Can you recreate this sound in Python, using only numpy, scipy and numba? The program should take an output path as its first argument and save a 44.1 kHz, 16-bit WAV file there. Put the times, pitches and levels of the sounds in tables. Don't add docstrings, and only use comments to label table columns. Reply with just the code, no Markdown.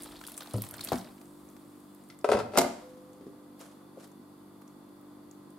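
import sys
import numpy as np
from scipy import signal
from scipy.fft import rfft, irfft
from scipy.io import wavfile
from scipy.ndimage import uniform_filter1d
from numba import njit

SR = 44100
rng = np.random.default_rng(int(sys.argv[2]) if len(sys.argv) > 2 else 0)


def amplitude_ratio(level_db):
    exponent = np.asarray(level_db, float) / 20
    return 10 ** exponent


def inscribe(sig):
    pcm = np.round(np.clip(np.atleast_2d(sig).T, -1, 1) * 32767)
    wavfile.write(sys.argv[1], SR, pcm.astype(np.int16))


N = 246078


def at(table, hz):
    table = np.array(table, float)
    return np.interp(np.log(np.maximum(hz, 1)), np.log(table[:, 0]), table[:, 1])


def unit(x):
    return x / np.sqrt(np.mean(x ** 2))


def colour(x, table):
    size = x.shape[-1]
    return irfft(rfft(x) * amplitude_ratio(at(table, np.fft.rfftfreq(size, 1 / SR))), size)


# (frequency [Hz], likeness [0-1])
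LIKENESS = [(60, 0.7), (300, 0.79), (700, 0.33), (3000, 0.24), (7000, 0), (15000, 0)]


def wide_noise(size):
    like = np.clip(at(LIKENESS, np.fft.rfftfreq(size, 1 / SR)), 0, 1)
    mid, side = rfft(rng.standard_normal((2, size))) * np.sqrt([1 + like, 1 - like])
    return irfft([mid + side, mid - side], size) / np.sqrt(2)


def narrow_noise(size, width):
    mid, side = rng.standard_normal((2, size))
    return mid + width * side * np.array([[1], [-1]])


def walk(rate_hz):
    hold = int(SR / rate_hz)
    return uniform_filter1d(np.repeat(rng.standard_normal(N // hold + 1), hold), hold)[:N]


def add(out, s, sound, pan_db):
    i = int(s * SR)
    sound = np.atleast_2d(sound)[:, :N - i]
    out[:, i:i + sound.shape[1]] += sound * amplitude_ratio(np.array([[pan_db], [-pan_db]]) / 2)


@njit
def grains(start, hz, cycles, glide, size, length, rate):
    out = np.zeros(length)
    for k in range(len(start)):
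        step, phase, a = 2 * np.pi * hz[k] / rate, 0., size[k]
        life = cycles[k] * rate / hz[k]
        for i in range(start[k], min(start[k] + int(3 * life), length)):
            out[i] += a * np.sin(phase)
            phase += step
            step *= 1 + glide / life
            a *= np.exp(-2 / life)
    return out


# (time [s], flow [dB])
FLOW = [
    (0, 0),
    (0.2, -3.5),
    (0.31, -0.5),
    (0.45, -1.5),
    (0.79, 0.5),
    (0.87, 2.5),
    (0.98, 6),
    (1.04, -6),
    (1.25, -19),
    (2.15, -20.5),
]


def swarm(level_db, hz, spread_oct, cycles, rate_hz, sizes_db, glide):
    shower_s = 2.2
    when, pitch, rank, place = rng.random((8000, 4))[:int(rate_hz * shower_s)].T
    start = (when * shower_s * SR).astype(np.int64)
    pitch_hz = np.clip(hz * 2 ** (spread_oct * (2 * pitch - 1)), 100, 16000)
    size = amplitude_ratio(-sizes_db * np.log(1 - 0.73 * rank))
    cycles = np.full(len(size), cycles)
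    both = []
    for side in (.8, -.8):
        one_side = size * np.sqrt(1 + side * (place - .5))
        both.append(grains(start, pitch_hz, cycles, glide, one_side, N, 1. * SR))
    rms = np.sqrt(np.mean(both[0][:int(shower_s * SR)] ** 2))
    flowing = np.arange(N) < FLOW[-1][0] * SR
    return np.array(both) / rms * amplitude_ratio(level_db) * flowing


def stream():
    t = np.arange(N) / SR
    flow_db = np.interp(t, *np.transpose(FLOW))
    clump_db, clumps_hz = 4.5, 45
    plop_db = -56.5 + 0.93 * flow_db + clump_db * walk(clumps_hz)
    bubble_db = -60 + flow_db + clump_db * walk(clumps_hz)
    fizz_db = -61.5 + 1.3 * flow_db + clump_db * walk(clumps_hz)
    foam_db = -65.5 - 6 * np.maximum(t - 1, 0)
    fine_db = 10 * np.log10(amplitude_ratio(2 * fizz_db) + amplitude_ratio(2 * foam_db))
    out = swarm(plop_db, hz=1250, spread_oct=1.3, cycles=3., rate_hz=700, sizes_db=3.5, glide=.1)
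    out += swarm(bubble_db, hz=4020, spread_oct=0.4, cycles=9., rate_hz=700, sizes_db=5.5, glide=0.13)
    out += swarm(fine_db, hz=10500, spread_oct=.5, cycles=4., rate_hz=3500, sizes_db=3., glide=.05)
    return out


def bursts(table, gain_db, t60_s, spray_db):
    out, size = np.zeros((2, N)), 2048
    t, f = np.arange(size) / SR, np.fft.rfftfreq(size, 1 / SR) + 1
    fade = np.exp(-np.log(1000) * t / max(t60_s, .002)) * np.minimum(t / 0.0013, 1)
    splatter = .11 * np.exp(-t / .012) * np.minimum(t / .002, 1)
    for s, db, hz, *pan_db in table:
        ring = np.sin(2 * np.pi * hz * t * (1 + 4 * t)) * min(2500 / hz, .8)
        peak = np.exp(-(np.log2(f / hz) / 0.3) ** 2)
        skirts = 0.42 * np.minimum(f / hz, hz / f) ** .5 * (f > 350)
        spray = unit(irfft(rfft(narrow_noise(size, width=0.52)) * (peak + skirts), size))
        burst = .5 * ring * fade + amplitude_ratio(spray_db) * 0.56 * spray * (fade + splatter)
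        add(out, s, amplitude_ratio(db + gain_db) * burst, sum(pan_db))
    return out


# (time [s], peak level [dB], pitch [Hz], left minus right [dB])
POPS = [(0.021, -30, 10250, 0.5), (0.0332, -30, 9550, -4), (0.0385, -33, 9800, 2), (0.0435, -34, 9800, 0.0),
        (0.1186, -40, 9880, 1), (0.1645, -43, 7300, 0.0), (0.2059, -43, 9570, 0.0), (0.2665, -31, 10500, 1),
        (0.274, -28, 9800, 1), (0.2947, -36, 12100, -2), (0.3182, -32, 10400, -0.5),
        (0.3411, -37, 9060, 0.0), (0.3674, -33, 8850, 2), (0.377, -21.5, 8830, 1),
        (0.4304, -35, 12100, -0.5), (0.5354, -29.5, 9640, 0.0), (0.5643, -36, 9350, 0.0),
        (0.5731, -37, 9060, 3), (0.583, -37, 12500, 0.0), (0.6195, -20.5, 11800, -1.5),
        (0.639, -35, 9870, 1), (0.6473, -33, 8700, 0.0), (0.6878, -31.5, 10400, 0.0),
        (0.71, -28, 11400, -1), (0.7387, -30, 8750, 0.0), (0.767, -35, 12700, -4), (0.8095, -30, 9000, 4),
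        (0.8374, -28, 9400, 0.0), (0.8415, -25, 11500, -0.5), (0.8468, -22, 11300, -1.0),
        (0.8724, -31, 6700, 0.0), (0.9225, -28, 11900, -2.0), (0.9315, -33, 6950, -2.0),
        (0.9567, -35, 9500, 0.0)]
# (time [s], peak level [dB], pitch [Hz], left minus right [dB])
BUBBLES = [(0.112, -44, 3200, 0.0), (0.1195, -44, 3460, 0.0), (0.166, -51, 3540, 9),
           (0.1905, -43.5, 3880, 2), (0.2109, -53, 3570, 0.0), (0.2374, -40.5, 3400, 4),
           (0.2493, -37, 3400, -0.5), (0.2663, -37, 4620, 0.5), (0.3403, -45, 3600, 3),
           (0.407, -39, 3550, -1), (0.4713, -36.5, 3920, -1), (0.5087, -37.5, 3770, 0.5),
           (0.5806, -38, 4450, -1.0), (0.7812, -37.5, 4230, -8), (0.8076, -28, 4060, 0.5),
           (0.8105, -29, 4300, 0.5), (0.873, -32, 3500, 1), (0.8865, -25.5, 4210, -1),
           (0.9314, -31, 4250, 0.5), (0.9554, -52, 3450, -1.0), (0.9835, -37, 5600, -0.5),
           (0.997, -45, 3900, -0.5), (1.0114, -40.5, 4040, 0.5)]
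# (time [s], peak level [dB], pitch [Hz])
TICKS = [(1.2555, -49, 7050), (1.4874, -49, 6870), (1.4995, -47, 11200), (1.8027, -50, 10600),
         (1.947, -45, 11800), (2.0373, -51, 8500), (2.087, -47, 10500), (2.1888, -43, 8400),
         (2.2114, -48, 5000), (3.1314, -49, 7500), (3.5932, -45, 12450), (3.6107, -39.5, 7640),
         (4.0746, -50, 14400), (4.116, -50, 7500), (4.6144, -49, 11800), (4.6773, -47, 6500),
         (5.01, -51, 15000), (5.3114, -43, 6910), (5.5035, -48.5, 9320)]
# (time [s], peak level [dB], pitch [Hz])
DRIPS = [
    (1.0444, -45, 4560),
    (1.18, -50, 2440),
    (2.124, -51, 2100),
]
# (time [s], peak level [dB], pitch [Hz])
PLOPS = [(.058, -33, 1230), (.212, -29, 1140), (.238, -33, 1650), (.283, -31, 1350), (.318, -34, 690),
         (.376, -36, 1310), (.4055, -26.5, 1260), (.408, -28.5, 640), (.42, -29, 1500), (.459, -31.5, 1000),
         (.637, -26, 930), (.665, -29, 920), (.74, -30, 1490), (.792, -28, 1500), (.807, -33.5, 1100),
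         (.887, -28, 1190), (1.213, -35.5, 774), (1.565, -38.5, 805), (3.612, -39, 1160),
         (4.618, -41.5, 1110)]


def water():
    out = stream()
    out += bursts(POPS, gain_db=12.9, t60_s=0.0074, spray_db=-8)
    out += bursts(BUBBLES, gain_db=3.8, t60_s=0.018, spray_db=-4)
    out += bursts(TICKS, gain_db=0.1, t60_s=0.0097, spray_db=3.9)
    out += bursts(DRIPS, gain_db=-3, t60_s=.012, spray_db=8)
    out += bursts(PLOPS, gain_db=-8, t60_s=.022, spray_db=3)
    return out


# (frequency [Hz], density [dB per Hz])
DULL_CRACK = [(880, -35), (1500, -5), (2720, -11.5), (3060, -10), (5020, -10.5), (6560, -17), (10700, -18),
              (16000, -38)]


def blows(table, body, rise_s, crack_s, low_hz, edge=DULL_CRACK, edge_pan_db=0., late_samples=0):
    out, t = np.zeros((2, N)), np.arange(int(.5 * SR)) / SR
    hz, mode_db, t60_s = np.transpose(body)[:, :, None]
    high_pass = signal.butter(2, low_hz, "high", fs=SR, output="sos")
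    body_size = np.sqrt(np.sum(amplitude_ratio(2 * mode_db)))
    for s, db, crack_db, pan_db, *tilt_db in table:
        spread = np.array([1.5, .012, .35])[:, None, None]  # dB, share of pitch, rad
        gain_db, detune, phase = rng.standard_normal((3, len(body), 1)) * spread
        size = amplitude_ratio(mode_db + gain_db + sum(tilt_db) * np.log2(hz / 550))
        modes = size * np.sin(2 * np.pi * hz * (1 + detune) * t + phase) * 1000 ** (-t / t60_s)
        push = np.minimum(t / rise_s, 1) ** 2
        ring = signal.sosfilt(high_pass, np.sum(modes, axis=0) * push)
        crack = unit(colour(narrow_noise(len(t), width=0.47), edge))
        crack = crack * 1000 ** (-t / crack_s) * np.minimum(3 * t / rise_s, 1) / 2
        right = np.roll(crack[1], late_samples) * amplitude_ratio(-edge_pan_db / 2)
        crack = np.array([crack[0] * amplitude_ratio(edge_pan_db / 2), right])
        add(out, s, amplitude_ratio(db) * ring / body_size + amplitude_ratio(crack_db) * crack, pan_db)
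    return out


# (time [s], body peak level [dB], crack peak level [dB], left minus right [dB])
BUMP = [
    (0.539, -19.5, -41.5, 1),
]
# (time [s], body peak level [dB], crack peak level [dB], left minus right [dB])
REBOUND = [
    (0.555, -24.5, -46, 2),
    (0.581, -26.5, -54, -1),
]
# (frequency [Hz], level [dB], t60 [s])
JUG = [(107.7, 10, 0.34), (199, -1, 0.29), (258, -2, 0.2), (376, 4.5, 0.058), (496, 0.5, 0.1),
       (585, 8.5, 0.029), (982, -7, 0.046), (1310, -1, 0.031)]


def jug_bump():
    out = blows(BUMP, JUG, rise_s=0.00247, crack_s=0.072, low_hz=60)
    return out + blows(REBOUND, JUG, rise_s=0.002, crack_s=0.063, low_hz=215)


# (time [s], body peak level [dB], crack peak level [dB], left minus right [dB], tilt [dB per octave])
SET_DOWN = [
    (.9188, -9.5, -32, 4.5, 1.5),
    (.929, -13.5, -33, 2, -0.039),
    (.940, -19.5, -36.5, 4, -1.5),
    (.956, -23, -35, -2, -1.4),
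]
# (frequency [Hz], level [dB], t60 [s])
COUNTER = [(186.8, -13.5, 0.34), (240, 0, 0.12), (507, 13, 0.013), (661, 7.5, 0.039), (763, 8, 0.021),
           (945, 0, 0.032), (1160, 5.5, 0.017), (1520, -21, 0.085), (1900, -36, .03)]


def set_down():
    return blows(SET_DOWN, COUNTER, rise_s=0.00088, crack_s=0.039, low_hz=118)


# (time [s], body peak level [dB], crack peak level [dB], left minus right [dB], tilt [dB per octave])
RATTLE = [(2.243, -8.5, -33.5, 4.1, 0.2), (2.288, -7, -33, 3.7, 0), (2.3, -18, -34, 3, -5),
          (2.316, -3.5, -24.5, 3.5, -1.5), (2.3215, -12, -36, 3, -4), (2.33, -12, -38, 3, 4),
          (2.3365, -9, -31, 3, -1), (2.349, -13, -40, 2.5, 0.1), (2.369, -14.5, -36, 2.5, 0.5),
          (2.376, -21, -44, 2.5, 2), (2.388, -15, -32.5, 3, 0.1), (2.399, -20.5, -37, 2.8, 4)]
# (time [s], body peak level [dB], crack peak level [dB], left minus right [dB])
SCRAPE = [
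    (2.519, -41, -53, 6),
    (2.5355, -24, -47, 3),
    (2.547, -30, -44, 7),
    (2.5555, -18, -45.5, 8),
    (2.567, -21, -33.5, -6),
]
# (frequency [Hz], level [dB], t60 [s])
BOX = [(238, -23, 0.12), (435, 7, 0.075), (488, -5.5, 0.21), (583, 14, 0.037), (748, 4, 0.056),
       (953, 4.5, 0.034), (1072, -4, 0.052), (1330, 1.5, 0.045), (1570, -1.5, 0.026), (2030, -4, 0.023),
       (2590, 0.5, 0.014)]


def wooden_rattle():
    out = blows(RATTLE, BOX, rise_s=0.0025, crack_s=0.11, low_hz=272)
    return out + blows(SCRAPE, BOX, rise_s=0.0013, crack_s=0.57, low_hz=244)


# (time [s], body peak level [dB], crack peak level [dB], left minus right [dB], tilt [dB per octave])
SLAM = [
    (2.5735, -3.5, -10, 4.2, 0.23),
    (2.5842, -8.5, -5.5, 1.8, -0.17),
    (2.607, -17.5, -21, 1.4, 1.4),
    (2.6135, -12.5, -19, 1.8, -0.15),
    (2.641, -15, -39, 1.5, -1.9),
]
# (frequency [Hz], level [dB], t60 [s])
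DOOR = [(200, -27, 0.14), (234.8, -7.5, 0.212), (264, -8.5, 0.2), (366.6, -4, 0.14), (439, 2.5, 0.037),
        (564, -1.5, 0.047), (601, 3.5, 0.069), (685, 2, 0.08), (822, -1, 0.066), (930, 6.5, 0.032),
        (1248, 1, 0.03), (1399, 2, 0.026), (1750, -14, 0.024), (2100, -1.5, 0.026)]
# (frequency [Hz], density [dB per Hz])
CRACK = [(90, -46.5), (300, -8.5), (900, -11), (1500, -14.5), (2500, -15), (7600, -11.5), (13400, -13.5),
         (16000, -40.5)]


def slam():
    return blows(SLAM, DOOR, rise_s=0.0026, crack_s=0.046, low_hz=122,
                 edge=CRACK, edge_pan_db=-2.0, late_samples=1)


def gusts(table, rise_db_s, spectrum, grain_db, grain_hz, width):
    noise = unit(colour(narrow_noise(N, width), spectrum)) * amplitude_ratio(grain_db * walk(grain_hz))
    t, power = np.arange(N) / SR, 0
    for s, db, fade_db_s in table:
        drop_db = np.maximum(rise_db_s * (s - t), fade_db_s * (t - s))
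        power = power + amplitude_ratio(db - drop_db) ** 2
    return noise * np.sqrt(power)


# (time [s], level [dB], fade [dB per s])
BOOM = [
    (.79, -49.5, 90),
    (.925, -33, 174),
    (2.29, -38, 101),
    (2.34, -29.5, 132),
    (2.39, -49, 221),
    (2.576, -36, 110),
]
# (frequency [Hz], density [dB per Hz])
BOOM_COLOUR = [(18, -53), (30, -16), (86, -7.5), (112, -1.5), (172, -7.5), (220, 3.5), (300, -4),
               (390, -4.5), (660, -120)]


def boom():
    return gusts(BOOM, 2500, BOOM_COLOUR, grain_db=-2.0, grain_hz=16, width=0.16)


def pan_ring():
    t = np.arange(N) / SR
    hz, from_s, level_db, fade_db_s = 508.5, 2.82, -50.5, 22
    touched_s, touch_db = 3.17, -2
    db = level_db - fade_db_s * (t - from_s) + touch_db * np.clip((t - touched_s) / .04, 0, 1)
    onset = np.clip((t - from_s) / 0.022 + .5, 0, 1)
    return np.sqrt(2) * amplitude_ratio(db) * onset * np.sin(2 * np.pi * hz * t)


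# (time [s], body peak level [dB], crack peak level [dB], left minus right [dB])
CLINK = [
    (2.0995, -44, -45, 4),
]
# (frequency [Hz], level [dB], t60 [s])
SPOON = [(1330, -4, .05), (2100, 0.1, 0.051), (3300, -6, .04), (4300, -4, .04), (5600, -5, .03)]


def clink():
    return blows(CLINK, SPOON, rise_s=0.0018, crack_s=0.08, low_hz=800)


# (time [s], body peak level [dB], crack peak level [dB], left minus right [dB])
TAPS = [
    (3.209, -30.5, -59.5, 0),
    (3.266, -26, -57.5, 0.005),
]
# (frequency [Hz], level [dB], t60 [s])
BOARD = [(214, -3, 0.088), (308, 13, 0.028), (391, 1, 0.072), (530, -5.5, 0.057), (645, -15, 0.061)]


def taps():
    return blows(TAPS, BOARD, rise_s=0.0022, crack_s=0.091, low_hz=150)


# (time [s], body peak level [dB], crack peak level [dB], left minus right [dB])
TOUCH = [
    (3.9725, -31.5, -65, 3),
]
# (frequency [Hz], level [dB], t60 [s])
RIM = [(429, 2.5, 0.052), (512, 8, 0.052), (626, -11.5, 0.13)]


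def rim_touch():
    return blows(TOUCH, RIM, rise_s=0.0021, crack_s=.06, low_hz=300)


# (time [s], level [dB], fade [dB per s])
SLEEVE = [
    (2.79, -62.5, 28),
    (3.61, -51, 113),
    (4.005, -55.5, 200),
    (4.036, -57.5, 200),
]
# (frequency [Hz], density [dB per Hz])
SLEEVE_COLOUR = [(290, -37), (500, 2), (933, -8), (1190, -5.5), (1930, -14), (11300, -17), (14200, -29),
                 (16000, -42)]


def sleeve():
    return gusts(SLEEVE, 600, SLEEVE_COLOUR, grain_db=2.0, grain_hz=230, width=0.56)


# (multiple of 49.22 Hz, level [dB])
FRIDGE = [(1, -26), (2, -16), (3, -10), (4, -4.5), (5, -9.5), (6, 2), (7, -4), (8, -12.5), (9, -19.5),
          (10, -22.5), (11, -22.5), (12, -28), (13, -33), (14, -20), (15, -31), (16, -24.5), (18, -20.5),
          (19, -47), (21, -17.5), (22, -33), (23, -19.5), (24, -20.5)]


def fridge_hum():
    turn = 2 * np.pi * np.cumsum(49.22 * (1 + 0.00086 * walk(1.736))) / SR
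    hum = 0
    for k, db in FRIDGE:
        sides_rad = np.array([[.15], [-.15]]) * rng.standard_normal()
        hum = hum + amplitude_ratio(db + 1.8 * walk(5)) * np.sin(k * turn + 0.23 * k * k + sides_rad)
    return amplitude_ratio(-57.5) * np.sqrt(2) * hum


# (frequency [Hz], level [dB])
WHINE = [
    (1922, -83),
    (3494, -83),
]
# (frequency [Hz], density [dB per Hz])
AIR = [(15, -72), (70, -39), (105, -13), (185, -11), (243, -1), (295, -8.5), (438, -11.5), (723, -15.5),
       (896, -15), (1170, -16), (1260, -17), (1800, -28), (2340, -81), (3960, -120)]
# (frequency [Hz], density [dB per Hz])
HISS = [(1060, -14), (1800, -45), (1950, -2), (2460, -7.5), (3200, -7), (3480, -2.5), (3770, -7),
        (4600, -3), (5300, -11), (6130, -11), (10000, -5), (13300, -6.5), (15000, -11.5), (16000, -16)]


def air_and_hiss():
    t = np.arange(N) / SR
    out = amplitude_ratio(-57) * unit(colour(wide_noise(N), AIR)) * amplitude_ratio(.3 * walk(3))
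    for hz, db in WHINE:
        out = out + amplitude_ratio(db + 1.5 + 0.62 * walk(11)) * np.sin(2 * np.pi * hz * t + 1.6 * walk(13))
    return out + amplitude_ratio(-67) * unit(colour(wide_noise(N), HISS))


# (time [s], level [dB], fade [dB per s])
RUMBLE = [
    (0.001, -67.5, 3),
]
# (frequency [Hz], density [dB per Hz])
RUMBLE_COLOUR = [(15, -23), (30, -4), (50, -1), (80, -4.5), (120, -10), (200, -50)]


def rumble():
    return gusts(RUMBLE, 2500, RUMBLE_COLOUR, grain_db=4.0, grain_hz=4.5, width=0.28)


# (frequency [Hz], t60 [s])
ROOM_T60 = [(100, 0.6), (300, 0.4), (1000, 0.49), (4000, 0.4), (8000, 0.42), (14000, 0.26)]


def kitchen(x, wet_db):
    t, tail = np.arange(int(.7 * SR)) / SR, 0
    spectrum, f = rfft(wide_noise(len(t))), np.fft.rfftfreq(len(t), 1 / SR)
    for hz in 60 * 2 ** np.arange(0, 8.6, .5):
        band = np.clip(1 - 2 * np.abs(np.log2(np.maximum(f, 1) / hz)), 0, 1)
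        tail = tail + irfft(spectrum * band, len(t)) * 1000 ** (-t / at(ROOM_T60, hz))
    tail = tail * np.clip((t - .003) / 0.0026, 0, 1)
    tail = tail / np.sqrt(np.sum(tail ** 2) / 2)
    return x + amplitude_ratio(wet_db) * signal.fftconvolve(x.mean(axis=0, keepdims=True), tail, axes=1)[:, :N]


def from_left(x):
    return np.array([x[0], np.roll(x[1], 1)])


def scene():
    pour = kitchen(water(), wet_db=-12)
    near = kitchen(jug_bump() + set_down(), wet_db=-12.0)
    far = wooden_rattle() + clink() + taps() + rim_touch()
    left = kitchen(from_left(far), wet_db=-8.0) + kitchen(from_left(slam()), wet_db=-7.5)
    background = fridge_hum() + air_and_hiss() + rumble()
    return pour + near + left + boom() + pan_ring() + sleeve() + background


def low_pass(x):
    return signal.sosfilt(signal.butter(12, 16650, fs=SR, output="sos"), x)


def record(dry):
    cut = signal.sosfilt(signal.ellip(6, .5, 50, 15700, fs=SR, output="sos"), dry)
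    cut = signal.sosfilt(signal.butter(2, 40, "high", fs=SR, output="sos"), cut)
    threshold_db, duck_db_per_db, reaction_s = -32, 0.18, 0.071
    keep = np.exp(-1 / (reaction_s * SR))
    power = signal.lfilter([1 - keep], [1, -keep], np.mean(cut ** 2, axis=0))
    level_db = 10 * np.log10(power + 1e-12)
    mix = cut * amplitude_ratio(-duck_db_per_db * np.maximum(level_db - threshold_db, 0))
    return low_pass(mix)


dry = scene()
out = record(dry)
inscribe(out)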